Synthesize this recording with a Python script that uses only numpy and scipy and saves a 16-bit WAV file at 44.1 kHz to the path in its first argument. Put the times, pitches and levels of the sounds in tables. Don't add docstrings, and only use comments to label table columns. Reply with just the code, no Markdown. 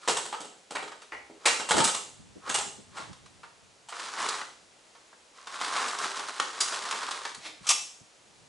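import sys
import numpy as np
from scipy import signal
from scipy.fft import rfft, irfft, next_fast_len
from scipy.io import wavfile
from scipy.ndimage import map_coordinates

SR = 44100
rng = np.random.default_rng(int(sys.argv[2]) if len(sys.argv) > 2 else 0)


def int16_out(signal):
    q = np.round(np.clip(np.atleast_2d(signal).T, -1, 1) * 32767)
    wavfile.write(sys.argv[1], SR, q.astype(np.int16))


N = 373968

# (time [s], level [dB])
PULL_CURVES = [
    [(3.87, -77), (3.945, -42), (4.09, -45), (4.235, -33.5), (4.31, -33.5), (4.445, -45.5), (4.58, -73)],
    [(5.33, -71), (5.5, -49), (5.65, -34), (5.76, -33), (6.09, -39), (6.46, -45), (6.6, -40.5),
     (7.0, -37.5), (7.28, -42), (7.4, -65)],
]
# (frequency [Hz], level [dB])
CONCRETE_TONE = [(88, -57), (150, -44.5), (176, -18), (227, -19), (297, -12.5), (331, -13.5), (403, -6.5),
                 (528, -9), (598, -11), (1100, -1), (2520, -10), (3880, -8.5), (8100, -14), (10400, -21.5),
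                 (11000, -24.5), (14300, -61), (22000, -120)]


def frame_clanks():
    # (time [s], level [dB], thud re level [dB], brightness [dB])
    hits = [(0.076, -22.5, -5, -4), (0.089, -31, -0.5, 5), (0.167, -30.5, -25, 1.5), (0.254, -40.5, -16, 1),
            (0.325, -29.5, -16, -14.5), (0.403, -45.5, 3, 5), (0.445, -50, 2, 3), (0.706, -40, -1.5, -1.5),
            (0.751, -30, -10.5, -9.5), (0.824, -39.5, -1, -8), (1.296, -58, 12, -14),
            (1.455, -22.5, -8.5, 2.5), (1.473, -24.5, -11, -8), (1.597, -32, -6, -4.5),
            (1.688, -30.5, -19, 2.5), (1.708, -20, -9.5, -3), (1.765, -26.5, -1.5, -2.5),
            (1.78, -24.5, -17, -0.5), (1.801, -23, -22, -5.5), (1.841, -29, -19, 10.5),
            (1.874, -28.5, -11.5, 1), (1.942, -33, -12, 3), (2.492, -31, -17, 2), (2.542, -29, -12, 6.5),
            (2.582, -32, -9, 0), (2.969, -36, -22, -10), (3.886, -43.5, -31, 0)]
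    # (frequency [Hz], level [dB], t60 [s])
    modes = [(413.6, 8, 0.17), (468, -14, 0.72), (841, 4.5, 0.1), (886, 4, 0.26), (960, -2.5, 0.37),
             (1292, 3, 0.37), (2780, -1, 0.2), (2800, -5.5, 0.34), (3080, -27, 0.28), (3100, -17, 0.24),
             (4520, -9, 0.34), (4543, -8, 0.14), (5060, -4, 0.29), (5510, -7, 0.26), (5330, -23, 0.19),
             (6630, -14, 0.23), (6500, 6, 0.22), (6940, -12, 0.23), (7290, 0.5, 0.5), (7140, -19, 0.16),
             (7180, -12, 0.087), (7385, 0, 0.3), (7760, 4, 0.05), (7930, -16, 0.087), (8408, 14, 0.089),
             (8500, 5, 0.087), (8000, 11, 0.086), (9940, -27, 0.1)]
    # (frequency [Hz], level [dB])
    tone = [(59, -47), (100, -23.5), (267, -12), (381, -7), (429, -3), (674, -5), (853, 0.5), (1040, -3.5),
            (1340, -3.5), (1730, -10), (2520, -16), (2890, -12.5), (4820, -14), (8030, -8.5), (11000, -21),
            (14300, -59), (22000, -120)]
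    return metal(hits, modes, tone, gain_db=-6, ring_db=-9, clatter_t60=0.12,
                 chatter_db=3.5, rise_s=0.0018, wet_db=-2.5)


def paired_rings(gain_db, rise_s, wet_db):
    # (frequency ratio, level [dB], t60 [s])
    mode_pair = [(1, -12, 0.12), (1.025, -5.5, 0.14)]
    # (time [s], level [dB], pitch [Hz])
    blows = [(0.329, -27.5, 889), (1.804, -14, 883), (1.841, -41, 2880), (2.544, -42, 830),
             (2.544, -24, 2790), (6.605, -23, 4760), (7.702, -26.5, 1164)]
    out, t = np.zeros((2, N)), seconds(.35)
    for s, db, hz in blows:
        ring = ringing(np.multiply(mode_pair, [hz, 1, 1]), t)
        add(out, s, garage(amp(db + gain_db) * ring * (1 - np.exp(-t / rise_s)), wet_db))
    return out


def link_clinks():
    # (time [s], level [dB], thud re level [dB], brightness [dB])
    hits = [(0.752, -34, -15, -14), (1.119, -37.5, -10.5, -16.5), (1.458, -25.5, -17, 1)]
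    # (frequency [Hz], level [dB], t60 [s])
    modes = [(810, -10, 0.77), (1348, -20, 0.33), (1938, 5, 0.16), (2670, 2, 0.078), (2760, -13, 0.92),
             (3260, -14, 0.092)]
    # (frequency [Hz], level [dB])
    tone = [(180, -22), (300, -9), (719, -6.5), (915, -7.5), (1670, -8), (1910, -2), (2790, 1), (3100, -8),
            (3400, -11), (11000, -37), (14300, -69), (22000, -120)]
    return metal(hits, modes, tone, gain_db=-5, ring_db=-16.5, clatter_t60=0.092,
                 chatter_db=5, rise_s=0.0044, wet_db=1)


def arm_drop():
    # (time [s], level [dB], thud re level [dB], brightness [dB])
    hits = [(7.668, -42.5, -20, 15), (7.689, -30, -26, 16), (7.701, -24.5, -26, 7.3)]
    # (frequency [Hz], level [dB], t60 [s])
    modes = [(2650, 6, 0.3), (3580, -9, 0.33), (4700, -7, 0.31), (5230, -11, 0.4), (5520, 2, 0.2),
             (5430, -10, 0.48), (5870, 6, 0.25), (5850, -7, 0.37), (6390, -13, 0.38), (6627, -6, 0.45),
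             (6650, 1, 0.39), (7340, -12, 0.31), (7550, -14, 0.28)]
    # (frequency [Hz], level [dB])
    tone = [(88, -57), (150, -19), (620, -13), (770, -7.5), (889, -10.5), (1160, -1), (1640, -19),
            (2220, -3), (3610, -0.5), (4170, -9.5), (5970, -3.5), (7280, -9), (8100, -6.5), (8870, -16),
            (11000, -16.5), (14300, -50), (22000, -120)]
    return metal(hits, modes, tone, gain_db=-7.5, ring_db=-16.5, clatter_t60=0.11,
                 chatter_db=2.5, rise_s=0.0014, wet_db=-6.5)


def metal(hits, modes, tone, gain_db, ring_db, clatter_t60, chatter_db, rise_s, wet_db):
    out, t = np.zeros((2, N)), seconds(0.45)
    attack = 1 - np.exp(-t / rise_s)
    for s, db, thud_db, bright_db in hits:
        chatter = unit(rng.standard_normal(len(t)) * amp(chatter_db * wobble(362, len(t))))
        clatter = unit(coloured(chatter, tone)) * fade(t, clatter_t60)
        hit = (clatter + amp(ring_db) * ringing(modes, t)) * attack
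        add(out, s, garage(contact(hit, gain_db + db, thud_db, bright_db), wet_db))
    return out


def ringing(modes, t):
    hz, db, t60 = np.transpose(modes)[:, :, None]
    strength = amp(db + 4 * rng.standard_normal(db.shape))
    phase = 2 * np.pi * rng.random(db.shape)
    detune = 1 + .003 * rng.standard_normal(db.shape)
    ring = np.sum(strength * fade(t, t60) * np.sin(2 * np.pi * hz * detune * t + phase), axis=0)
    return ring / np.sqrt(np.sum(strength ** 2) / 2)


def contact(hit, db, thud_db, bright_db):
    clang_db = -1.5 + 0.48 * bright_db
    gains = amp(db + np.array([thud_db, 0, clang_db, bright_db]))
    head = SR // 40
    return sum(gain * band / np.sqrt(np.mean(band[:head] ** 2) + 1e-20)
               for gain, band in zip(gains, registers(hit)))


def long_pulls():
    grinding = sum(amp(np.interp(np.arange(N) / SR, *np.transpose(pull), left=-120, right=-120))
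                   for pull in PULL_CURVES)
    pivot = amp(-41.5)
    crushing = pivot * (grinding / pivot) ** 0.8
    return drag(grinding, crushing, grind_db=0, grit_db=-2.5, body_db=-3,
                lug_db=-4, lug_hz=1127, lug_q=4.8, judder_db=2.1, wet_db=-9)


def short_skids():
    # (start [s], hold [s], level [dB], grit re level [dB])
    slides = [(0.033, 0.04, -51, 0), (1.443, .01, -47.5, -6), (2.476, 0.02, -35, -10),
              (2.969, 0.045, -39.5, -6.5), (7.68, 0.013, -39.5, 4)]
    grinding, crushing = np.zeros((2, N))
    for s, hold, db, grit_db in slides:
        slide = amp(db) * swell(s, hold, rise_db_per_s=382, fall_db_per_s=402)
        grinding += slide
        crushing += amp(grit_db) * slide
    return drag(grinding, crushing, grind_db=-3, grit_db=-3.5, body_db=3.5,
                lug_db=2, lug_hz=1140, lug_q=4.7, judder_db=2.5, wet_db=0.5)


def drag(grinding, crushing, grind_db, grit_db, body_db, lug_db, lug_hz, lug_q, judder_db, wet_db):
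    jerks = slips(per_s=1100, spread_db=4, bed_db=-1.5) * amp(judder_db * wobble(45))
    body, grind, _, _ = registers(coloured(jerks, CONCRETE_TONE))
    releases = slips(per_s=450, spread_db=4, bed_db=-11)
    pops = unit(signal.lfilter(*signal.iirpeak(lug_hz, lug_q, SR), releases))
    crackle = jerks + slips(per_s=350, spread_db=2.5, bed_db=-11)
    grit = unit(sum(registers(coloured(crackle, CONCRETE_TONE))[2:]))
    track = unit(unit(grind + amp(body_db) * body) + amp(lug_db) * pops)
    scrape = amp(grind_db) * grinding * track + amp(grit_db) * crushing * grit
    return garage(scrape * amp(1.5 * wobble(17)), wet_db)[:, :N]


def slips(per_s, spread_db, bed_db, life_s=0.0016):
    sizes = amp(spread_db * np.minimum(rng.exponential(size=N), 4.5))
    slipping = rng.random(N) < per_s / SR
    power = signal.lfilter([1], [1, -np.exp(-2 / (life_s * SR))], (sizes * slipping) ** 2)
    return np.sqrt(power / power.mean() + amp(2 * bed_db)) * rng.standard_normal(N)


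def snaps(gain_db, wet_db):
    # (time [s], level [dB], brightness [dB], t60 [s])
    cracks = [(0.877, -40, -10, 0.054), (0.917, -40, -12.5, 0.057), (1.017, -47.5, -2, 0.084),
              (3.129, -51.5, 0.5, 0.044), (3.259, -53.5, -2, 0.045), (3.43, -40.5, -18.5, 0.1),
              (3.923, -35, -18, 0.054), (3.995, -37, -3, .055), (4.287, -36, 7.5, 0.042),
              (4.415, -34.5, -11, .03), (4.949, -51.5, -9, 0.1), (5.127, -50, -29, .05),
              (5.382, -47, -21, 0.033), (5.47, -38, -6.5, 0.054), (5.54, -40, -9, .04),
              (5.612, -32.5, -6, .035), (5.645, -38.5, 2.5, .035), (5.762, -28, -9, .045),
              (5.986, -41.5, 7, .04), (6.193, -34, -6, .04), (6.399, -21.5, -8.5, 0.024),
              (6.604, -32, 12.5, 0.082), (6.91, -31, -1, 0.033), (6.925, -31, -10, 0.026),
              (7.03, -32.5, -8, .045), (7.109, -33, 0, 0.062), (7.251, -31, -7.5, .045),
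              (7.346, -47, 7, 0.043)]
    out = np.zeros((2, N))
    for s, db, bright_db, t60 in cracks:
        add(out, s, garage(crack(gain_db + db, bright_db, t60), wet_db))
    return out


def crumbs(per_s, gain_db, spread_db, bright_db, bright_spread_db, t60, wet_db):
    out = np.zeros(N)
    for pull in PULL_CURVES:
        s, db = np.transpose(pull)
        length = s[-1] - s[0]
        for when, size, hardness in rng.random((round(per_s * length), 3)):
            at = s[0] + when * length
            level_db = np.interp(at, s, db) + gain_db + spread_db * (size - .5)
            add(out, at, crack(level_db, bright_db + bright_spread_db * (hardness - .5), t60))
    return garage(out, wet_db)[:, :N]


def crack(db, bright_db, t60, softness=.038):
    t = seconds(.15)
    burst = rng.standard_normal(len(t)) * fade(t, t60) * (1 - np.exp(-t / (softness * t60)))
    return contact(coloured(burst, CONCRETE_TONE), db, thud_db=-15, bright_db=bright_db)


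def boot_scuff(gain_db, wet_db):
    # (frequency [Hz], level [dB])
    tone = [(120, -58), (200, -27), (289, -8.5), (495, -11), (715, -6), (1350, -10), (2470, -3.5),
            (2880, -6.5), (3760, -4.5), (11000, -20.5), (14300, -54), (22000, -120)]
    wipe = amp(gain_db) * swell(start=7.464, hold=0, rise_db_per_s=342, fall_db_per_s=380)
    return garage(wipe * noise(N, tone), wet_db)[:, :N]


def draught(puff_db, flow_db, flow_hz, side_db, flutter_db, puff_rise_s):
    # (start [s], hold [s], level [dB])
    spells = [(2.203, 1.0, -61), (4.25, 0.16, -71.5), (6.206, 0.54, -76), (7.447, 0.34, -75.5),
              (8.394, .1, -65)]
    # (time [s], level [dB], centre [Hz])
    eddies = [(1.739, -23, 290), (1.774, -18.5, 417), (1.799, -24, 264.7), (1.844, -29, 260),
              (2.191, -44.5, 120), (2.355, -40.5, 250), (2.489, -37.5, 229), (2.659, -43, 215),
              (2.779, -45, 237), (2.988, -44, 330), (3.089, -39, 148), (7.367, -50, 160), (7.604, -47, 145),
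              (8.004, -53, 143)]
    flow = sum(amp(db + flow_db) * swell(s, hold, rise_db_per_s=84, fall_db_per_s=27)
               for s, hold, db in spells)
    out = flow * amp(flutter_db * wobble(14)) * turbulence(N, flow_hz, side_db)
    age = seconds(0.31) / puff_rise_s
    puff = age * np.exp(1 - age)
    for s, db, hz in eddies:
        add(out, s, amp(db + puff_db) * puff * turbulence(len(puff), hz, side_db))
    return out


def turbulence(length, hz, side_db):
    hump = [(1 / 8, -28), (1 / 2, -8), (1, 0), (2, -8), (4, -30), (12, -75)]  # (ratio, level [dB])
    mid = noise(length, np.multiply(hump, [0.91 * hz, 1]))
    side = amp(side_db) * noise(length, np.multiply(hump, [1.14 * hz, 1]))
    return np.array([mid + side, mid - side])


def garage(x, wet_db, build_s=0.002):
    # (frequency [Hz], t60 [s])
    decay_times = [(100, 0.8), (300, 0.71), (1000, 0.4), (4000, 0.52), (8000, 0.54), (11000, 0.49)]
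    hz, t, spectra = signal.stft(rng.standard_normal((2, SR * 3 // 5)), SR, nperseg=256)
    envelope = fade(t, along(decay_times, hz)[:, None]) * (1 - np.exp(-t / build_s))
    _, tail = signal.istft(spectra * envelope, SR, nperseg=256)
    response = amp(wet_db) * diffuse(*tail) / np.linalg.norm(tail[0])
    response[:, 0] += 1
    return signal.fftconvolve(x[None], response, axes=1)


def room_tone(gain_db):
    # (frequency [Hz], level [dB])
    tone = [(15, -39), (25, -19), (138, -16.5), (241, -12), (336, -9.5), (391, -8), (603, -8),
            (1710, -13.5), (4750, -14), (5820, -15), (7130, -14.5), (10200, -22), (11000, -24),
            (14300, -54.5), (22000, -120)]
    mid, side = noise(N, tone), noise(N, tone)
    return amp(gain_db + wobble(2.9) / 2) * diffuse(mid, side)


def diffuse(mid, side):
    # (frequency [Hz], side re mid [dB])
    width = [(40, -9), (150, -8), (300, -11), (550, -5), (1200, -4), (2400, -3), (6000, -12.5), (11000, -7)]
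    side = coloured(side, width)
    return np.array([mid + side, mid - side])


def registers(x):
    below = [signal.sosfiltfilt(signal.butter(4, hz, fs=SR, output="sos"), x, padtype=None)
             for hz in (650, 2000, 4500)]
    return np.diff([0 * x, *below, x], axis=0)


def coloured(x, tone, size=4096):
    db = np.maximum(along(tone, np.fft.rfftfreq(size, 1 / SR)), -100)
    cepstrum = irfft(np.log(amp(db)))
    cepstrum[1:size // 2] *= 2
    cepstrum[size // 2 + 1:] = 0
    return signal.fftconvolve(x, irfft(np.exp(rfft(cepstrum))))[:len(x)]


def noise(length, tone):
    return unit(coloured(rng.standard_normal(length), tone))


def swell(start, hold, rise_db_per_s, fall_db_per_s):
    t = np.arange(N) / SR - start
    return amp(-rise_db_per_s * np.maximum(-t, 0) - fall_db_per_s * np.maximum(t - hold, 0))


def wobble(rate, length=N):
    knots = rng.standard_normal(int(length * rate / SR) + 4)
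    return map_coordinates(knots, [np.arange(length) * rate / SR])


def fade(t, t60):
    return np.exp(-np.log(1000) * t / t60)


def along(points, hz):
    knot_hz, values = np.transpose(points)
    return np.interp(np.log(hz + 1), np.log(knot_hz + 1), values)


def add(track, s, x):
    start = max(round(s * SR), 0)
    part = track[..., start:start + x.shape[-1]]
    part += x[..., :part.shape[-1]]


def amp(db):
    return 10 ** (np.asarray(db) / 20)


def unit(x):
    return x / np.sqrt(np.mean(x ** 2) + 1e-20)


def seconds(length):
    return np.arange(int(length * SR)) / SR


def scene():
    frame = frame_clanks() + paired_rings(gain_db=-4.5, rise_s=0.0011, wet_db=-13) + link_clinks()
    arm = arm_drop()
    floor = short_skids() + long_pulls() + snaps(gain_db=-7.5, wet_db=-3)
    floor += boot_scuff(gain_db=-38.5, wet_db=-3)
    air = room_tone(gain_db=-60)
    air += draught(puff_db=-8.5, flow_db=-1.5, flow_hz=137, side_db=1.5, flutter_db=2.5, puff_rise_s=.011)
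    floor += crumbs(per_s=7, gain_db=-9, spread_db=3.5, bright_db=-2.5, bright_spread_db=21,
                    t60=0.041, wet_db=-4)
    return frame * amp([[-.4], [.4]]) + floor * amp([[-.2], [.2]]) + arm + air


def record(dry):
    cutoff_hz, half_width_hz = 11150, 250
    size = next_fast_len(N + SR // 2)
    edge = np.clip((np.fft.rfftfreq(size, 1 / SR) - cutoff_hz) / half_width_hz, -1, 1)
    high_cut = (1 - np.sin(edge * np.pi / 2)) / 2
    return irfft(rfft(dry, size) * high_cut, size)[:, :N]


dry = scene()
out = record(dry)
int16_out(out)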